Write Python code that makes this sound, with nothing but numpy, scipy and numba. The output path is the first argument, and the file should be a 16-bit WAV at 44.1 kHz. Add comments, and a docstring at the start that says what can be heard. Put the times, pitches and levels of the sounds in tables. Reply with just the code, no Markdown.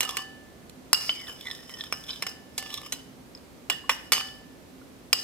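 """A metal spoon stirs thick sauce in a ceramic bowl on a cloth, close to a pair of microphones.
Throughout: kitchen air noise and a wavering hum, both from shaped noise. From the start, knocks crack
(noise bursts), ring the bowl (fixed modes) and set off the spoon (damped modes whose pitch slides).
Between knocks the spoon's edge chatters along the glaze: stick-slip impulses and grit hiss.
From 0.6 s a few drips chirp upward. Dishes and room echo spoon, bowl and drips."""
import sys
import numpy as np
from scipy import signal
from scipy.fft import rfft, irfft, next_fast_len
from scipy.io import wavfile
from numba import njit

SR = 44100
rng = np.random.default_rng(int(sys.argv[2]) if len(sys.argv) > 2 else 0)


def wrap_up_sound(samples):
    """Save the sound to the file named by the first command line argument, as 16-bit audio."""
    columns = np.atleast_2d(samples).T
    # keep every value between -1 and 1, then stretch to whole-number steps
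    tamed = np.clip(columns, -1, 1)
    steps = np.round(tamed * 32767).astype(np.int16)
    wavfile.write(sys.argv[1], SR, steps)


N = 231012

# kitchen noise spectra, mid and side: (frequency [Hz], density [dB per Hz])
KITCHEN_MID_SPECTRUM = [(12, -59.5), (20, -72), (49, -4), (96, -6), (189, -3.5), (223, -6), (257, 2.5),
                        (287, -4), (476, -8.5), (517, -8.5), (833, -16), (1730, -22.5), (2560, -23.5),
                        (15000, -34), (16300, -56)]
KITCHEN_SIDE_SPECTRUM = [(12, -45), (20, -9), (295, -2.5), (547, -10), (907, -12.5), (1130, -16),
                         (1730, -16), (2290, -20), (2630, -20), (15000, -30.5), (16300, -34)]
KITCHEN_MID_DB, KITCHEN_SIDE_DB, KITCHEN_LEFT_MINUS_RIGHT_DB = -51., -54.5, -2
HUM_HZ, HUM_WIDTH_HZ, HUM_DB = 256, 14, -63.5

# hard knocks on the wall: (time [s], crack [dB], thud [dB], damped spoon [dB], edge-on [0-1],
# crack t60 [s], low bowl ring [dB], high bowl ring [dB])
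KNOCKS = [(.0064, -17, -45, -22.5, 0.83, 0.025, -36, -45),
          (0.0291, -30.5, -31.5, -26, 0.98, 0.077, -82, -60),
          (0.1696, -24, -27.5, -34, 0.28, 0.029, -36, -41.5),
          (0.9305, -10, -19.5, -41, 0.09, 0.013, -42, -51), (1.9248, -26, -23, -59, 0.11, 0.02, -44.5, -66),
          (2.2232, -28.5, -29, -56, 0.09, 0.038, -40, -58),
          (2.2663, -31.5, -29.5, -27, .02, 0.032, -56, -64),
          (2.5787, -25, -59, -54, 0.09, 0.07, -36.5, -46), (2.9226, -27, -40.5, -30, 1, 0.065, -58, -56),
          (3.699, -22, -22.5, -16.5, 0.14, 0.037, -43.5, -45),
          (3.8938, -25, -17, -15, 0.08, 0.062, -44, -68), (4.1201, -19, -22.5, -35, 0.06, .11, -33, -23),
          (4.133, -21.5, -29, -16, 0, 0.016, -69, -32), (5.1296, -12, -15, -33, 0.07, 0.019, -42, -69)]
# light ticks, no bowl ring: (time [s], crack [dB], thud [dB], damped spoon [dB], place on rim [turns])
TICKS = [(.0214, -40, -29, -45, 0.26), (.0502, -31, -53, -26, 0.075), (.0915, -28.5, -50, -22.5, 0.23),
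         (.1084, -32, -48, -40, .2), (.1844, -47, -62, -41, .33), (.6963, -40.5, -77, -52, 0.017),
         (.944, -41, -60, -9.5, 0.77), (1.032, -53, -65, -41, 0.76), (1.0929, -44, -24, -11, 0.027),
         (1.1948, -59, -54, -32, 0.15), (1.2704, -50, -61, -33, 0.28), (1.4098, -39, -72, -33, 0.37),
         (1.4696, -41, -66, -28.5, 0.35), (1.512, -37, -58, -22.5, 0.43), (1.5499, -38.5, -57, -34, 0.49),
         (1.694, -40, -40, -38, .1), (1.7382, -40, -55, -29, 0.88), (1.8083, -58, -52, -21, 0.39),
         (1.838, -39, -42, -29, 0.43), (1.9377, -51, -36, -32, 0.77), (2.0384, -40.5, -63, -35, 0.41),
         (2.0916, -43, -64, -27.5, 0.05), (2.1056, -55, -64, -19, 0.49), (2.1307, -53, -66, -28.5, .38),
         (2.2354, -52, -31, -40, 0.14), (2.6256, -37, -34, -49, 0.37), (2.7026, -40, -38, -31, 0.085),
         (2.741, -29, -65, -22, 0.39), (2.7754, -36, -63, -27, 0.43), (2.8156, -41, -41.5, -52, 0.26),
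         (2.8627, -39, -40.5, -40, .55), (3.715, -51, -31, -23, 0.2), (4.1503, -48, -46, -22, 0.73),
         (4.1798, -31.5, -30, -28, 0.22), (4.2094, -34, -33.5, -32, 0.44), (5.1441, -51, -54, -37, 0.63)]
TICK_T60_S = 0.016
# contact noise spectra: (frequency [Hz], density [dB per Hz])
CRACK_SPECTRUM = [(180, -60), (300, -2), (1580, -6.5), (4590, 4), (5080, -0.5), (6850, 0), (11700, 0),
                  (15200, -6.5), (16000, -57)]
THUD_SPECTRUM = [(150, -48.5), (450, -8), (950, -6), (1600, 3), (2300, -5.5), (3600, -5.5), (8000, -54)]

# bowl mode pitches: (frequency [Hz])
BOWL_HZ = [774, 1233, 1752, 2955, 3009, 4538, 5040, 6336, 8441, 9593, 10760, 11390, 12470, 13300, 13420,
           14990]
# bowl modes, same order: (level [dB], t60 [s])
BOWL_MODES = [(-11, 0.81), (-15, 0.16), (-6.5, 1.01), (-5, 0.17), (-1, 0.54), (0, 0.4), (-11, 0.17),
              (-4.5, 0.26), (-13, .27), (-17, 0.16), (-6, 0.1), (-15, .2), (-32, .3), (-8, .14), (-20, .18),
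              (-21, .15)]
# modes of the spoon free of the sauce: (frequency [Hz])
FREE_SPOON_HZ = [2893, 4930, 7790, 7990, 10430, 12140, 13495]
# same order: (level [dB], t60 [s])
FREE_SPOON_MODES = [(0, 0.33), (-9, 0.094), (-5, 0.27), (3.5, 0.05), (-17, 0.3), (-20, 0.11), (2, 0.097)]
# modes of the spoon struck on its edge: (frequency [Hz])
EDGE_HZ = [4021, 6358]
# same order: (level [dB], t60 [s])
EDGE_MODES = [(-7.5, 0.077), (-6.5, 0.065)]
FREE_RING_DB = -20.5  # re crack
# re crack: (flat knock [dB], edge-on knock [dB])
UPPER_DB, EDGE_RING_DB = (7, -48), (-59, 6)

# strokes along the glaze, rise and fall span 20 dB: (time [s], rise [s], hold [s], fall [s],
# body [dB], upper [dB], depth in sauce [0-1], middle resonance [Hz], upper resonance [Hz])
STROKES = [(0.007, 0.016, 0.21, 0.02, -38, -52.5, 0.6, 2910, 5030),
           (0.09, .015, 0.0034, 0.058, -34, -37, 1, 2940, 5200),
           (0.172, 0.027, 0.009, 0.05, -34.5, -44, 0.13, 2976, 4760),
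           (0.969, 0.025, 0.13, 0.025, -42, -34, 0.26, 2842, 4934),
           (1.102, 0.04, .002, 0.11, -36.5, -37, 0.35, 3106, 4770),
           (1.161, .05, 0.091, .04, -44.5, -48.5, 0.73, 3020, 5030),
           (1.278, 0.024, 0.0023, 0.12, -33.5, -52, .4, 3020, 4800),
           (1.363, 0.13, 0.89, .05, -56, -59, 0.31, 3040, 5350),
           (1.47, 0.14, 0.064, 0.13, -43, -62, 1, 3080, 4900),
           (1.708, 0.021, .002, 0.2, -39, -58, 0.63, 3056, 5380),
           (1.79, 0.051, 0.06, 0.064, -42.5, -57.5, 0.86, 3270, 4970),
           (1.953, 0.021, 0.0017, 0.2, -52, -48, 0.1, 3000, 5230),
           (2.087, 0.045, 0.038, 0.098, -40.5, -52.5, 1, 3140, 4950),
           (2.286, .02, .005, 0.062, -39.5, -41.5, 0.38, 2933, 5090),
           (2.595, 0.026, 0.079, 0.08, -48.5, -52, 0.47, 2850, 4760),
           (2.735, 0.13, 0.041, 0.063, -38, -50, 1, 3045, 5470),
           (2.858, 0.04, 0.0022, 0.047, -43, -47, 0.05, 3005, 5130),
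           (2.936, 0.04, .02, 0.1, -39.5, -60, 0.5, 3020, 5050),
           (3.724, 0.01, .002, 0.057, -28.5, -55, 0.74, 2884, 5000),
           (3.915, 0.015, .002, 0.071, -27, -40, 0.36, 2924, 5370),
           (3.983, .02, 0.094, 0.028, -60, -63, 0, 2950, 5230),
           (4.165, 0.017, 0.022, 0.044, -30.5, -34, 0, 2967, 4850),
           (4.243, .02, 0.028, 0.13, -47, -48.5, .4, 3080, 5010),
           (5.155, 0.011, 0.1, .03, -52, -35, 0.4, 2860, 4990)]
# lower, middle, side resonance re body: (bare glaze [dB], deep in sauce [dB])
BODY_MIX = [(-18, -3.5), (2, -19), (-42.5, -5.5)]
# lower resonance as the spoon dips and tilts: (time [s], frequency [Hz], gain [dB])
DIP = [(0, 1470, 0.5), (.12, 1140, -1.5), (1.102, 1400, -2), (1.125, 2600, -8), (1.16, 2420, -6),
       (1.24, 2004, 2), (1.31, 1590, -2.5), (1.37, 1650, -6), (1.4, 2410, -24), (1.471, 2020, 4.5),
       (1.53, 1770, -4), (1.7, 1950, -2), (1.82, 1777, -6.5), (2.13, 1695, -14), (2.3, 1640, 1),
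       (2.75, 1170, -17), (2.86, 1210, 2), (2.95, 1630, -6), (3.701, 1845, -4), (4.098, 1840, -4.5),
       (4.131, 1360, -4.5), (4.3, 1190, -1), (5.13, 2010, -3)]
# lower, middle, side, upper resonance, damped by hand and sauce: (t60 [s])
SPOON_T60_S = [.026, .07, .018, .032]
# modes clustered at each of the four: (pitch ratio [1], level [dB])
CLUSTERS = [
    [(1, 0)],
    [(1, 0)],
    [(1, 0), (.96, -3), (1.05, -3)],
    [(1, 0), (.96, -3), (1.03, -5), (1.09, -13)],
]
SIDE_HZ, SIDE_WANDER_SHARE, SIDE_WANDER_STEP_S = 3570., .022, .04
TICK_LOWER_DB = -4  # lower resonance's share of a tick, re side
RIM_SPREAD_DB = 11  # loss a quarter turn from a resonance's best place
# sauce grit spectrum: (frequency [Hz], density [dB per Hz])
GRIT_SPECTRUM = [(290, -57), (500, -45), (1210, -14), (2500, -16), (3700, -27), (4150, -49), (4870, 14.5),
                 (5970, -2), (10700, -0.5), (16000, -6)]
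GRIT_DB, GRIT_GROWTH_DB_PER_DB = -54.5, 0.68  # hiss under a -50 dB stroke; growth with stroke level

# drips of sauce falling back: (time [s], level [dB], starting pitch [Hz])
DRIPS = [(0.634, -45, 190), (2.93, -39.5, 246), (3.35, -33, 5050), (3.375, -41, 4700), (3.841, -44, 1060),
         (4.285, -41, 3360), (4.815, -47, 1380)]

# microphone ports: (frequency [Hz], left minus right [dB])
PORT_BALANCE = [(100, -15), (700, -3), (1400, -1), (2800, -6.5), (5600, -2), (12000, -2)]
# (frequency [Hz], phase by which left leads [rad])
PORT_PHASE = [(0, 0), (600, .2), (1900, .6), (2600, 1.2), (4500, 1.9), (8000, 1.5), (12000, 1.6),
              (16000, 2.4)]
SCATTER_T60_S, SCATTER_DB, SCATTER_TOP_HZ = 0.012, -5, 13000.
ROOM_T60_S, ROOM_DB, ROOM_TOP_HZ = 0.52, -15, 6340
TOP_HZ, CLIP_LEVEL = 16200, .96


def undb(db):
    """Decibels to gain."""
    return 10 ** (np.asarray(db) / 20)


def level(x, rms_db):
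    """Scale to an rms level."""
    return x * undb(rms_db) / np.sqrt(np.mean(x ** 2))


def between(ends, share):
    """Blend two values by a share of 0 to 1."""
    return ends[0] + np.clip(share, 0, 1) * (ends[1] - ends[0])


def over_bins(table, size):
    """Read a (Hz, value) table at every transform bin, linear over log frequency."""
    hz, value = np.transpose(table)
    bin_hz = np.fft.rfftfreq(size, 1 / SR)
    return np.interp(np.log(bin_hz + 1), np.log(hz + 1), value)


def colour(x, spectrum):
    """Filter a sound by a spectrum in dB."""
    return irfft(rfft(x) * undb(over_bins(spectrum, len(x))), len(x))


def keep_of(t60_s):
    """Share of a swing left after one sample."""
    return 1000. ** (-1 / (max(t60_s, .002) * SR))


@njit
def ring(x, hz, keep):
    """One driven mode: a decaying rotating phasor whose pitch may slide per sample."""
    y, z = np.empty(len(x)), 0j
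    for i in range(len(x)):
        z = z * keep * np.exp(2j * np.pi * hz[i] / SR) + x[i] + 1e-18
        y[i] = z.imag
    return y


def train(times_s, gains):
    """Impulses at the given times."""
    x = np.zeros(N)
    at = np.clip((times_s * SR).astype(int), 0, N - 1)
    np.add.at(x, at, gains)
    return x


def kitchen():
    """Air noise and microphone hiss, with a wavering appliance hum: noise through a narrow mode."""
    hum = ring(rng.standard_normal(N), np.full(N, HUM_HZ), np.exp(-np.pi * HUM_WIDTH_HZ / SR))
    air = level(colour(rng.standard_normal(N), KITCHEN_MID_SPECTRUM), KITCHEN_MID_DB)
    mid = air + level(hum, HUM_DB)
    side = level(colour(rng.standard_normal(N), KITCHEN_SIDE_SPECTRUM), KITCHEN_SIDE_DB)
    left_gain = undb(KITCHEN_LEFT_MINUS_RIGHT_DB / 2)
    return np.array([(mid + side) * left_gain, (mid - side) / left_gain])


def cracks(times_s, crack_db, thud_db, t60_s):
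    """The first milliseconds of contact: a bright burst and a duller thud through bowl and table."""
    size = 4096
    t = np.arange(size) / SR
    out = np.zeros(N + size)
    for k, (bright, dull) in enumerate(rng.standard_normal((len(times_s), 2, size))):
        onset = np.clip(t / .0003, 0, 1)
        fade = 1000. ** (-t / np.clip(t60_s[k], .003, .2)) * onset
        # harder knocks start with a sharper spike
        fade = fade + np.clip(1.9 + crack_db[k] / 22, 0, 2) * np.exp(-t / .0006)
        burst = level(colour(bright, CRACK_SPECTRUM), crack_db[k])
        thud = level(colour(dull, THUD_SPECTRUM), thud_db[k])
        i = int(max(times_s[k], 0) * SR)
        out[i:i + size] += (burst + thud) * fade
    return out[:N]


def struck(times_s, mode_hz, modes, db_at):
    """Knocks ring fixed two-pole modes; db_at gives each knock's strength at a pitch."""
    out = 0
    for hz, (mode_db, t60_s) in zip(mode_hz, modes):
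        keep, turn = keep_of(t60_s), 2 * np.pi * hz / SR
        hits = train(times_s, undb(db_at(hz) + mode_db))
        out = out + signal.lfilter([0, np.sin(turn)], [1, -2 * keep * np.cos(turn), keep ** 2], hits)
    return out


def bowl(times_s, low_db, high_db):
    """Where and how hard the wall is hit shares the blow between low and high modes."""
    def db_at(hz):
        share = np.log(hz / 1750) / np.log(4500 / 1750)
        return between((low_db, high_db), share)
    return struck(times_s, BOWL_HZ, BOWL_MODES, db_at)


def spoon_blows():
    """What knocks and ticks hand to the lower, middle, side and upper resonance."""
    s, crack_db, _, middle_db, edge, *_ = np.transpose(KNOCKS)
    tick_s, *_, tick_db, place = np.transpose(TICKS)
    ticks = []
    for k in range(3):  # best places lie a third of a turn apart
        rim_db = RIM_SPREAD_DB * (np.cos(2 * np.pi * (place - k / 3)) - 1)
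        ticks.append(train(tick_s, undb(tick_db + rim_db)))
    middle, side, upper = ticks
    lower = undb(TICK_LOWER_DB) * side
    middle = middle + train(s, undb(middle_db))
    upper = upper + train(s, undb(crack_db + between(UPPER_DB, edge)))
    return [lower, middle, side, upper]


def strokes():
    """Strokes rise, hold and fall in dB; powers add, and power-weighted means set the pitches."""
    s, rise, hold, fall, body_db, upper_db, depth, middle_hz, upper_hz = np.transpose(STROKES)[:, :, None]
    t = np.arange(0, N / SR, .001)
    before, after = np.clip(s - t, 0, None), np.clip(t - s - hold, 0, None)
    swell_db = -20 * (before / rise + after / fall)
    peaks_db = [body_db + between(mix, depth) for mix in BODY_MIX] + [upper_db]
    power = [undb(np.maximum(swell_db + db, -120)) ** 2 for db in peaks_db]
    rub_db = [10 * np.log10(p.sum(axis=0)) for p in power]
    total_db = 10 * np.log10(sum(power).sum(axis=0))
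    grit_db = GRIT_DB + GRIT_GROWTH_DB_PER_DB * (total_db + 50)
    pitches = [(p * hz).sum(axis=0) / p.sum(axis=0)
               for p, hz in ((power[1], middle_hz), (power[3], upper_hz))]
    return [np.interp(np.arange(N) / SR, t, c) for c in (*rub_db, grit_db, *pitches)]


def chatter(rate_hz, spread_db, clump_db):
    """Stick-slip ticks of uneven size in clumps of a few milliseconds, rms 1."""
    ticks = (rng.random(N) < rate_hz / SR) * undb(spread_db * rng.exponential(size=N))
    ticks = ticks * rng.standard_normal(N)
    size = 256
    clumps = np.interp(np.arange(N) / size, np.arange(N // size + 2), rng.standard_normal(N // size + 2))
    return level(ticks * undb(clump_db * clumps), 0)


def spoon():
    """Chatter and blows drive four damped resonances; grit in the sauce hisses over them."""
    *rub_db, grit_db, middle_hz, upper_hz = strokes()
    t = np.arange(N) / SR
    dip_s, dip_hz, dip_db = np.transpose(DIP)
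    steps = np.arange(0, N / SR, SIDE_WANDER_STEP_S)
    wander = np.interp(t, steps, rng.standard_normal(len(steps)))
    side_hz = SIDE_HZ * (1 + SIDE_WANDER_SHARE * wander)
    hz = [np.interp(t, dip_s, dip_hz), middle_hz, side_hz, upper_hz]
    gains = [undb(np.interp(t, dip_s, dip_db)), 1, 1, 1]
    rub = chatter(4000., spread_db=2.5, clump_db=4.0)
    grit = chatter(12000., spread_db=1.0, clump_db=2.5)
    out = undb(grit_db) * level(colour(grit, GRIT_SPECTRUM), 0)
    soft = keep_of(.006)
    for f, gain, t60_s, db, blow, cluster in zip(hz, gains, SPOON_T60_S, rub_db, spoon_blows(), CLUSTERS):
        keep = keep_of(t60_s)
        steady = np.sqrt(2 * (1 - keep ** 2) / len(cluster))  # steady rubbing rings near rms 1
        for ratio, mode_db in cluster:
            # a blow through sauce builds up over a millisecond
            push = 2 * (1 - soft) * ring(blow, ratio * f, soft)
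            drive = steady * undb(db) * rub + push
            out = out + gain * undb(mode_db) * ring(drive, ratio * f, keep)
    return out


def drips():
    """Small bubbles: decaying sines that glide upward as they close."""
    out, t = np.zeros(N), np.arange(2000) / SR
    for s, db, hz in DRIPS:
        i = int(s * SR)
        fade = np.exp(-t / (0.0013 + 6.9 / hz))
        out[i:i + len(t)] += undb(db) * fade * np.sin(2 * np.pi * hz * t * (1 + 2.7 * t))
    return out


def ports(x):
    """Two microphone ports, each with its own level and lag over frequency."""
    size = next_fast_len(N + 2048)
    half = undb(over_bins(PORT_BALANCE, size) / 2) * np.exp(.5j * over_bins(PORT_PHASE, size))
    return np.array([irfft(rfft(x, size) * g, size)[:N] for g in (half, 1 / half)])


def echoes(x, t60_s, db, rise_s, top_hz):
    """A diffuse fading noise tail, different at each port."""
    t = np.arange(SR // 2) / SR
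    tail = rng.standard_normal((2, len(t))) * 1000. ** (-t / t60_s) * np.clip(t / rise_s, 0, 1)
    tail = signal.sosfilt(signal.butter(1, top_hz, fs=SR, output="sos"), tail)
    tail = tail / np.sqrt(np.sum(tail ** 2, axis=1, keepdims=True))
    return undb(db) * signal.fftconvolve(x[None], tail, axes=1)[:, :N]


def room(rough, ringing):
    """Nearby dishes scatter the sharp sounds at once; tiles and cupboards answer later."""
    dishes = echoes(rough, SCATTER_T60_S, SCATTER_DB, .0005, SCATTER_TOP_HZ)
    walls = echoes(rough + undb(-6) * ringing, ROOM_T60_S, ROOM_DB, .01, ROOM_TOP_HZ)
    return dishes + walls


def scene():
    """Spoon and bowl up close, their echo, and the kitchen."""
    s, crack_db, thud_db, _, edge, t60_s, low_db, high_db = np.transpose(KNOCKS)
    tick_s, tick_db, tick_thud_db, *_ = np.transpose(TICKS)
    contact = cracks(s, crack_db, thud_db, t60_s)
    contact = contact + cracks(tick_s, tick_db, tick_thud_db, np.full(len(TICKS), TICK_T60_S))
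    # small things radiate no bass
    highpass = signal.butter(2, 150, "high", fs=SR, output="sos")
    rough = signal.sosfilt(highpass, contact + spoon() + drips())
    ringing = bowl(s, low_db, high_db)
    ringing = ringing + struck(s, FREE_SPOON_HZ, FREE_SPOON_MODES, lambda hz: crack_db + FREE_RING_DB)
    edge_db = crack_db + between(EDGE_RING_DB, edge)
    ringing = ringing + struck(s, EDGE_HZ, EDGE_MODES, lambda hz: edge_db)
    return ports(rough + ringing) + room(rough, ringing) + kitchen()


def record(dry):
    """Input overload clips the peaks; a steep lowpass cuts the top."""
    lowpass = signal.ellip(10, .2, 90, TOP_HZ, fs=SR, output="sos")
    return signal.sosfilt(lowpass, np.clip(dry, -CLIP_LEVEL, CLIP_LEVEL))


dry = scene()
out = record(dry)
wrap_up_sound(out)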